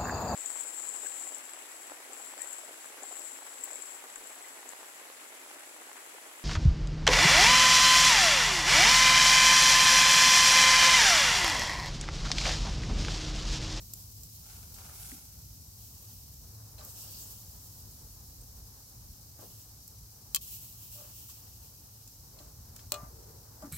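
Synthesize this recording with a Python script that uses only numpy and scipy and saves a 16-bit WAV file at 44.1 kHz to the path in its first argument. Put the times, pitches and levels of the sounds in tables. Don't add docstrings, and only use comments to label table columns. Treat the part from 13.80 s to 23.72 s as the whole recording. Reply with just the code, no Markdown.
import sys
import numpy as np
from scipy import signal
from scipy.fft import rfft, irfft, next_fast_len
from scipy.io import wavfile

SR = 44100
rng = np.random.default_rng(int(sys.argv[2]) if len(sys.argv) > 2 else 0)


def wav_record(signal):
    frames = np.transpose(np.atleast_2d(signal))
    bounded = np.clip(frames, -1, 1)
    quanta = np.round(bounded * 32767).astype(np.int16)
    wavfile.write(sys.argv[1], SR, quanta)


N = 437472

# (frequency [Hz], correlation [-1 to 1])
PORT_CORRELATION = [(60, 0.99), (130, 0.96), (290, 0.88), (640, 0.095), (1400, 0.081), (15000, 0)]
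# (frequency [Hz], left minus right [dB])
PORT_BALANCE = [(60, -1), (92, 2), (140, -1), (210, 1.5), (330, 0), (500, 2.5), (770, 0.5), (1170, 3),
                (1790, 1), (2740, 1), (4190, 3.5), (6410, 2.5), (9810, -4), (15000, 1.5)]

# (frequency [Hz], relative level [dB])
AIR_SPECTRUM = [(12, -70), (20, -13), (30, -22.5), (48, 1.5), (99, -0.5), (117, -6.5), (134, -5.5),
                (167, -10), (311, -22.5), (351, -26.5), (429, -28), (615, -33), (830, -31), (1710, -42.5),
                (2400, -53.5), (3120, -55), (5280, -120)]
# (time [s], level [dB])
RUMBLE_LEVEL = [(0.0, -54.5), (2.98, -55.5), (3.23, -54.5), (8.09, -58.5), (8.79, -53), (9.92, -57.5)]
# (time [s], level [dB])
WASH_LEVEL = [(0.0, -74.5), (0.6, -77.5), (0.83, -72.5), (1.13, -73), (1.57, -77.5), (2.3, -74), (2.6, -75),
              (3.06, -67.5), (3.59, -71.5), (4.35, -73.5), (4.6, -72), (6.1, -73.5), (8.3, -73.5),
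              (9.4, -70.5), (9.92, -67)]
# (time [s], length [s], level [dB])
WIND_BUFFETS = [(2.508, 0.19, -67), (4.349, 0.73, -60), (5.087, 0.35, -57), (9.103, 0.3, -56)]

# (frequency [Hz], relative level [dB])
FAT_SPECTRUM = [(1060, -59), (1800, -19.5), (2410, -14.5), (2760, -14), (3590, -12), (3860, -6), (5560, 2),
                (7850, -2.5), (8520, -2), (9240, -6.5), (12900, 1.5), (15100, -0.5), (15800, -3.5)]
# (frequency [Hz], relative level [dB])
WET_SPECTRUM = [(1000, -10), (2200, -10), (2800, -1), (3500, -6), (5000, -3.5), (8000, 1.5), (9500, -4),
                (12500, 5), (15600, 5)]
# (time [s], level [dB], rise [s], hold [s],
# fade [dB/s], lower edge of the hiss [Hz], brightness [dB/octave])
SEAR_FLARES = [(0, -54.5, 0.0091, 0.95, 11, 3980, -2.5), (1.947, -53, 0.057, 0.39, 54, 2600, 0.5),
               (3.017, -48, 0.027, 0.33, 9, 4200, -2.5), (3.139, -50.5, 0.031, .05, 34, 2880, -3.5),
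               (5.582, -52.5, 0.033, 0.2, 113, 3150, -1.5), (6.609, -43.5, 0.0044, 0.01, 112, 2920, -0.5),
               (6.665, -42.5, .015, 0.033, 28, 2560, 0.5), (7.01, -50, 0.013, 0.35, 14, 2660, -.5),
               (7.13, -55, .01, .04, 50, 2600, -3), (7.346, -48.5, 0.019, 0.071, 73, 2700, 0)]
# (time [s], length [s], level before the swell [dB], hiss pitch [Hz], glide [octaves])
STEAM_PUFFS = [(3.061, 0.29, -59, 8300, -0.17), (3.145, 0.22, -55, 5280, -0.33),
               (3.332, 0.11, -52.5, 4770, -.05), (3.398, 0.11, -54, 7350, .2)]

# (time [s], level [dB], rise [s], hold [s], fade [dB/s], brightness [dB/octave])
SLEEVE_STROKES = [(0.619, -54, 0.049, 0.079, 53, -0.6), (0.939, -53.5, 0.045, 0.085, 29, -1.5),
                  (1.111, -47, 0.072, 0.13, 117, 2)]
# (frequency [Hz], relative level [dB])
CLOTH_SPECTRUM = [(100, -37), (300, -27), (800, 4.5), (1080, -5.5), (1380, 6.5), (1900, -6.5), (2170, 1.5),
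                  (3300, 0), (4000, 1.5), (7500, 6.5), (12000, 7.5), (15500, 0)]

# (time [s], length [s], level [dB], pitch [Hz], glide [octaves],
# rms unsteadiness [share of the pitch])
SQUEAK_EVENTS = [(2.976, .022, -58.5, 4230, -0.043, 0.027), (3.007, .014, -61, 3950, 0, .022),
                 (4.61, .012, -56.5, 8600, 0.055, .022), (7.132, .15, -63.5, 589, -0.02, .006),
                 (8.577, 0.027, -63, 4180, -0.052, 0.023)]
# (time [s], length [s],
# level before the swell [dB], centre [Hz], spread [octaves], share of ringing power [0 to 1])
RUB_EVENTS = [(.987, 0.089, -62.5, 1000, 0.66, 0), (1.056, 0.14, -65, 700, .8, 0.4),
              (1.094, 0.014, -55, 1050, .8, 0), (1.3154, 0.0078, -50, 2140, .5, 0.04),
              (2.977, 0.14, -59.5, 750, .99, .4), (7.165, 0.22, -65, 950, 1.34, .44),
              (7.487, .025, -61, 1050, .3, 0.2), (8.522, .28, -62.5, 546, 0.96, 0.06),
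              (8.961, 0.016, -60, 1700, 0.91, 0.2), (8.99, 0.013, -61, 1700, .8, 0),
              (9.132, .2, -54.5, 920, 0.98, .6), (9.297, 0.43, -61.5, 437, 0.27, .2),
              (9.827, 0.072, -58, 1340, 0.71, 0.7)]

# (frequency [Hz], level [dB], 60 dB decay time [s])
GRATE_MODES = [(287, -4, .13), (400, -7, .3), (591, 2, .21), (626, -6, .22), (675, -8, .26),
               (1026, -10, .16), (1150, -6, .18), (1190, 0, .27), (1342, -10, .14), (1420, -10, .15),
               (1965, -13, .09)]
# (frequency [Hz], level [dB], 60 dB decay time [s])
BOX_MODES = [(283, 1, .22), (328, -1, .17), (595, -1, .14), (645, -2, .11), (832, -6, .16), (1170, -2, .15),
             (1310, -8, .22), (1558, -4, .2), (1935, -7, .12)]
# (time [s], level [dB], centre of the blow [Hz], spread [octaves],
# thud relative to the ringing [dB])
GRATE_KNOCKS = [(9.1215, -42.5, 640, 1.0, -7), (9.141, -47.5, 1100, .7, -4), (9.177, -55, 1190, .3, -6)]
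# (time [s],
# level [dB], centre of the blow [Hz], spread [octaves], thud relative to the ringing [dB])
LOW_BUMPS = [(1.319, -50, 214, 0.52, 12), (2.984, -61, 750, .8, -2), (3.007, -61, 1100, 1.1, -11),
             (5.59, -56.5, 550, 2.1, -8), (5.62, -53.5, 405, 1.3, 8), (8.602, -56.5, 516, 1.5, -8),
             (9.226, -47.5, 151, 0.43, 10.5), (9.823, -47, 636, 1, -7), (9.835, -44.5, 246, 0.52, -5)]

# (frequency [Hz], level [dB], 60 dB decay time [s])
TONG_MODES = [(1120, -11, .055), (2606, -1, .045), (3120, 2, .055), (3225, 2, .045), (3465, 0, .06),
              (3612, -1, .04), (3980, 1, .04), (4228, 2, .05), (4604, -1, .045), (5087, -3, .04),
              (6110, 3, .04), (7111, 5, .033), (7392, 6, .033), (8070, 5, .03), (10570, 1, .033),
              (12110, 7, .028), (12960, 3, .026), (14865, 4, .03), (15400, 4, .028)]
# (frequency [Hz], level [dB], 60 dB decay time [s])
BAR_MODES = [(2490, 0, .09), (2800, -4, .08), (2934, -2, .1), (3370, -2, .08), (3560, -5, .07),
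             (4129, 3, .07), (7200, 2, .04), (7817, -3, .07)]
# (frequency [Hz], relative level [dB])
STEEL_CRACK = [(200, -38), (600, -49), (1100, -18), (1500, -17), (2000, -17), (2600, -11.5), (3300, -9.5),
               (4200, -1), (5200, 7.5), (6200, 5.5), (7400, 13), (9500, 3.5), (12200, 10), (13800, 13.5),
               (15200, 8)]
# (frequency [Hz], relative level [dB])
IRON_CRACK = [(200, -38), (1100, -6), (1600, -11), (1900, -12), (2700, -14.5), (3400, -7), (4200, 4.5),
              (5000, -5), (5900, 1), (6800, 3.5), (8300, 4), (9500, -7.5), (13000, -2), (15200, 5)]
# (time [s], level [dB], sliding time [s],
# brightness [dB/octave], after-ring [dB])
TIP_CLICKS = [(6.547, -20.5, 0.00057, 0.5, -9.5), (6.5522, -36, .0006, -7, -8), (6.558, -30, .0014, 2, -18),
              (6.5596, -31, .0012, -0.5, -8), (6.5612, -25.5, .0013, -1.5, -13),
              (6.5657, -34.5, .0007, -10, -5), (6.5678, -41, .001, 4, -12)]
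# (time [s], level [dB], sliding time [s],
# brightness [dB/octave], after-ring [dB])
BAR_CLANKS = [(9.1203, -24.5, 0.00032, -3, -32), (9.1214, -25.5, 0.0005, 1.5, -18),
              (9.1415, -34.5, 0.0019, -2.5, -4)]
# (time [s], level [dB], sliding time [s],
# brightness [dB/octave], after-ring [dB])
LIGHT_TICKS = [(.1357, -34.5, 0.0026, 0, -30), (.433, -43, 0.0029, -0.5, -20),
               (.9424, -42.5, 0.0038, -3, -11), (2.983, -45, 0.031, -10, -2),
               (3.0491, -41.5, 0.0023, 7, -17), (6.0782, -43, 0.0023, 4, -20),
               (7.497, -44.5, 0.011, -5.5, -2), (8.2755, -46.5, .004, -2, -13), (8.588, -48, 0.0033, -8, 0),
               (8.9625, -43.5, 0.0022, -4, -18), (8.9922, -49, .002, -9, -10),
               (9.8211, -47.5, .004, -1, -3)]


def amp(db):
    return 10 ** (np.asarray(db) / 20)


def unit(x):
    return x / np.sqrt(np.mean(x ** 2) + 1e-30)


def read(points, hz):
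    f, value = np.transpose(points)
    return np.interp(np.log(hz + 1), np.log(f + 1), value)


def curve(rows):
    times, levels = np.transpose(rows)
    return np.interp(np.arange(N) / SR, times, levels)


def add(mix, s, sound):
    part = mix[:, round(s * SR):][:, :sound.shape[1]]
    part += sound[:, :part.shape[1]]


def colour(x, db_at):
    size = next_fast_len(x.shape[1] + 512)
    gain = amp(db_at(np.fft.rfftfreq(size, 1 / SR)))
    return irfft(rfft(x, size) * gain, size)[:, :x.shape[1]]


def octaves(hz, centre_hz):
    return np.log2((hz + 1) / centre_hz)


def ports(x):
    size = next_fast_len(x.shape[1])
    hz = np.fft.rfftfreq(size, 1 / SR)
    a, b = rfft(x, size)
    same = np.clip(read(PORT_CORRELATION, hz), -1, 1)
    side = amp(read(PORT_BALANCE, hz) / 2)
    left = a * side
    right = (same * a + np.sqrt(1 - same ** 2) * b) / side
    return irfft([left, right], size)[:, :x.shape[1]]


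def noise(size):
    return ports(rng.standard_normal((2, size)))


def flutter(size, rate_hz, depth_db):
    slow = colour(rng.standard_normal((1, size)), lambda hz: -20 * np.log10(1 + (hz / rate_hz) ** 4))
    return amp(depth_db * unit(slow))


def crackle(size, per_s, spread_db):
    sizes = amp(spread_db * np.minimum(rng.exponential(1, size), 6))
    signs = rng.choice([-1, 1], size)
    pops = sizes * signs * (rng.random(size) < per_s / SR)
    arrival = (np.arange(size) + rng.integers(-15, 16, size)) % size
    late = np.bincount(arrival, pops, size)
    return unit(ports(np.array([pops, late])))


def swell(size, rise, hold, fade_db_per_s):
    t = np.arange(size) / SR
    return np.clip(t / rise, 0, 1) * amp(-fade_db_per_s * np.maximum(t - rise - hold, 0))


def ring(modes, t, apart_hz):
    out = 0
    for hz, db, t60 in modes:
        apart = min(hz / apart_hz, .5) * rng.uniform(-1, 1, (2, 1))
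        wave = np.sin(2 * np.pi * (hz * t + rng.random() + apart))
        out = out + amp(db - 60 * t / t60) * wave
    return out


def outdoors(rumble_db=1, wash_db=5, hum_db=-60, hum_hz=107):
    air = colour(noise(N), lambda hz: read(AIR_SPECTRUM, hz))
    low = colour(air, lambda hz: -20 * np.log10(1 + (hz / 420) ** 4))
    hum = unit(colour(noise(N), lambda hz: -20 * np.log10(1 + ((hz - hum_hz) / 6) ** 2)))
    wash = unit(air - low) * flutter(N, rate_hz=12.0, depth_db=1.5)
    rumble = unit(low) * flutter(N, rate_hz=6.4, depth_db=1.5)
    rumble = rumble * amp(curve(RUMBLE_LEVEL) + rumble_db)
    wash = wash * amp(curve(WASH_LEVEL) + wash_db)
    return rumble + wash + hum * amp(hum_db)


def buffets(centre_hz=58, width_hz=24):
    out = np.zeros((2, N))
    for s, length, db in WIND_BUFFETS:
        puff = colour(noise(round(length * SR)),
                      lambda hz: -20 * np.log10(1 + ((hz - centre_hz) / width_hz) ** 4))
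        add(out, s, amp(db) * unit(puff * np.hanning(puff.shape[1])))
    return out


def sizzle(start_db=-52, drying_db_per_s=0.26):
    bursts = noise(N) + 0.4 * crackle(N, per_s=2500, spread_db=0.5)
    fat = unit(colour(bursts, lambda hz: read(FAT_SPECTRUM, hz)))
    fat = fat * flutter(N, rate_hz=53, depth_db=.5)
    return fat * amp(start_db - drying_db_per_s * np.arange(N) / SR)


def sears():
    out, size = np.zeros((2, N)), 3 * SR
    for s, db, rise, hold, fade, edge_hz, tilt_db in SEAR_FLARES:
        def spectrum(hz):
            low_cut = -10 * np.log10(1 + (edge_hz / (hz + 1)) ** 8)
            return read(WET_SPECTRUM, hz) + tilt_db * octaves(hz, 8000) + low_cut

        bursts = noise(size) + 0.29 * crackle(size, per_s=3500, spread_db=3)
        spray = unit(colour(bursts, spectrum)) * flutter(size, rate_hz=13, depth_db=1.96)
        add(out, s, amp(db) * spray * swell(size, rise, hold, fade))
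    return out


def steam(width_hz=1400):
    out, r = np.zeros((2, N)), np.exp(-np.pi * width_hz / SR)
    for s, length, db, hz, glide in STEAM_PUFFS:
        u = np.linspace(0, 1, round(length * SR))
        jet_hz = hz * 2 ** (glide * (u - .5)) * flutter(len(u), rate_hz=35, depth_db=.25)
        turn = np.exp(2j * np.pi * np.cumsum(jet_hz) / SR)
        band = signal.lfilter([1], [1, -2 * r, r * r], noise(len(u)) / turn)
        jet = unit((turn * band).real)
        sputter = unit(flutter(len(u), rate_hz=70, depth_db=2.6))
        add(out, s, amp(db) * jet * np.sin(np.pi * u ** 0.69) * sputter)
    return out


def sleeve():
    out = np.zeros((2, N))
    for s, db, rise, hold, fade, tilt_db in SLEEVE_STROKES:
        snags = crackle(SR, per_s=260, spread_db=2)
        snags = colour(snags, lambda hz: -10 * np.log10(1 + (hz / 4000) ** 2))
        fibres = noise(SR) * flutter(SR, rate_hz=82, depth_db=1.2) + 1.1 * snags
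        rustle = unit(colour(fibres, lambda hz: read(CLOTH_SPECTRUM, hz)
                             + tilt_db * octaves(np.maximum(hz, 600), 4000)))
        clumps = flutter(SR, rate_hz=28, depth_db=1.3)
        add(out, s, amp(db) * rustle * clumps * swell(SR, rise, hold, fade))
    return out


def squeaks(overtone_db=-17):
    out = np.zeros((2, N))
    for s, length, db, hz, glide, unsteady in SQUEAK_EVENTS:
        u = np.linspace(0, 1, round(length * SR))
        waver = 1 + unsteady * unit(flutter(len(u), rate_hz=160, depth_db=.1) - 1)
        phase = 2 * np.pi * np.cumsum(hz * 2 ** (glide * (u - .5)) * waver) / SR
        grip = np.sin(np.pi * u) * flutter(len(u), rate_hz=100, depth_db=3.5)
        tone = np.sin(phase) + amp(overtone_db) * np.sin(2 * phase)
        add(out, s, amp(db) * unit(tone * grip))
    return out


def rubs(judder_db=1.0):
    out, t = np.zeros((2, N)), np.arange(SR // 3) / SR
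    for s, length, db, centre_hz, spread, ringing in RUB_EVENTS:
        def press(hz):
            band = -6 * np.log2(1 + (octaves(hz, centre_hz) / spread) ** 2)
            return band - 20 * np.log10(1 + (hz / 2400) ** 4)

        u = np.linspace(0, 1, round(length * SR))
        rub = noise(len(u)) * flutter(len(u), rate_hz=33, depth_db=judder_db)
        response = ring(GRATE_MODES, t, apart_hz=4940)
        bars = signal.fftconvolve(rub, response, axes=1)[:, :len(u)]
        share = np.clip(ringing, 0, 1)
        ringing_rub = np.sqrt(share) * unit(colour(bars, press))
        dry_rub = np.sqrt(1 - share) * unit(colour(rub, press))
        add(out, s, amp(db) * (ringing_rub + dry_rub) * np.sin(np.pi * u ** 0.5))
    return out


def knocks(rows, modes, thud_t60=0.2, rise_s=0.0013, left_db=2):
    out, t = np.zeros((2, N)), np.arange(SR // 2) / SR
    for s, db, centre_hz, spread, thud_db in rows:
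        def blow(hz):
            return -9 * np.log2(1 + (octaves(hz, centre_hz) / spread) ** 2)

        struck = [(hz, level + blow(hz), t60) for hz, level, t60 in modes]
        ringing = ring(struck, t, apart_hz=5200)
        thud = colour(noise(len(t)), lambda hz: blow(hz) - 20 * np.log10(1 + (hz / 2200) ** 4))
        thud = thud * amp(-60 * t / thud_t60)
        hit = (unit(ringing) + amp(thud_db) * unit(thud)) * (1 - np.exp(-t / rise_s))
        early_rms = np.sqrt(np.mean(hit[:, t < .02] ** 2))
        add(out, s, amp(db) * hit / early_rms)
    return out * amp([[left_db / 2], [-left_db / 2]])


def strike(rows, spectrum, modes, crack_t60, ring_db, tail_db, tail_t60, tail_hz, lowest_hz, left_db):
    out, t = np.zeros((2, N)), np.arange(8000) / SR
    snap = 4.2 * (np.arange(len(t)) == 12)
    for s, db, slide, tilt_db, after_db in rows:
        def balance(hz):
            tilt = tilt_db * octaves(np.maximum(hz, 2000), 6000)
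            return tilt - 10 * np.log10(1 + (lowest_hz / (hz + 1)) ** 6)

        steel = unit(colour(noise(len(t)) + snap, lambda hz: read(spectrum, hz)))
        tail = unit(colour(steel, lambda hz: -10 * np.log10(1 + (hz / tail_hz) ** 3)))
        since = np.maximum(t - slide, 0)
        crack = steel * amp(-60 * since / crack_t60)
        tail = tail * amp(after_db + tail_db - 60 * since / tail_t60)
        ringing = amp(after_db + ring_db) * ring(modes, t, apart_hz=10100)
        hit = colour(crack + tail + ringing, balance)
        energy = np.sum(hit ** 2) / (.01 * SR)
        add(out, s, amp(db) * hit / np.sqrt(energy))
    return out * amp([[left_db / 2], [-left_db / 2]])


def scene():
    background = outdoors() + buffets()
    cooking = sizzle() + sears() + steam()
    friction = sleeve() + squeaks() + rubs()
    blows = knocks(GRATE_KNOCKS, GRATE_MODES) + knocks(LOW_BUMPS, BOX_MODES)
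    ticks = strike(LIGHT_TICKS, STEEL_CRACK, TONG_MODES, crack_t60=0.018, ring_db=-11, tail_db=3.5,
                   tail_t60=0.54, tail_hz=7000, lowest_hz=700, left_db=-1.0)
    clanks = strike(BAR_CLANKS, IRON_CRACK, BAR_MODES, crack_t60=.0105, ring_db=-7, tail_db=0,
                    tail_t60=.1, tail_hz=7000, lowest_hz=300, left_db=2)
    clicks = strike(TIP_CLICKS, STEEL_CRACK, TONG_MODES, crack_t60=.009, ring_db=-8.5, tail_db=-4,
                    tail_t60=.05, tail_hz=5000, lowest_hz=900, left_db=.7)
    return background + cooking + friction + blows + ticks + clanks + clicks


def record(dry, edge_hz=15950):
    low_pass = signal.firwin(511, edge_hz, window=("kaiser", 8), fs=SR)
    return signal.oaconvolve(dry, low_pass[None], "same")


dry = scene()
out = record(dry)
wav_record(out)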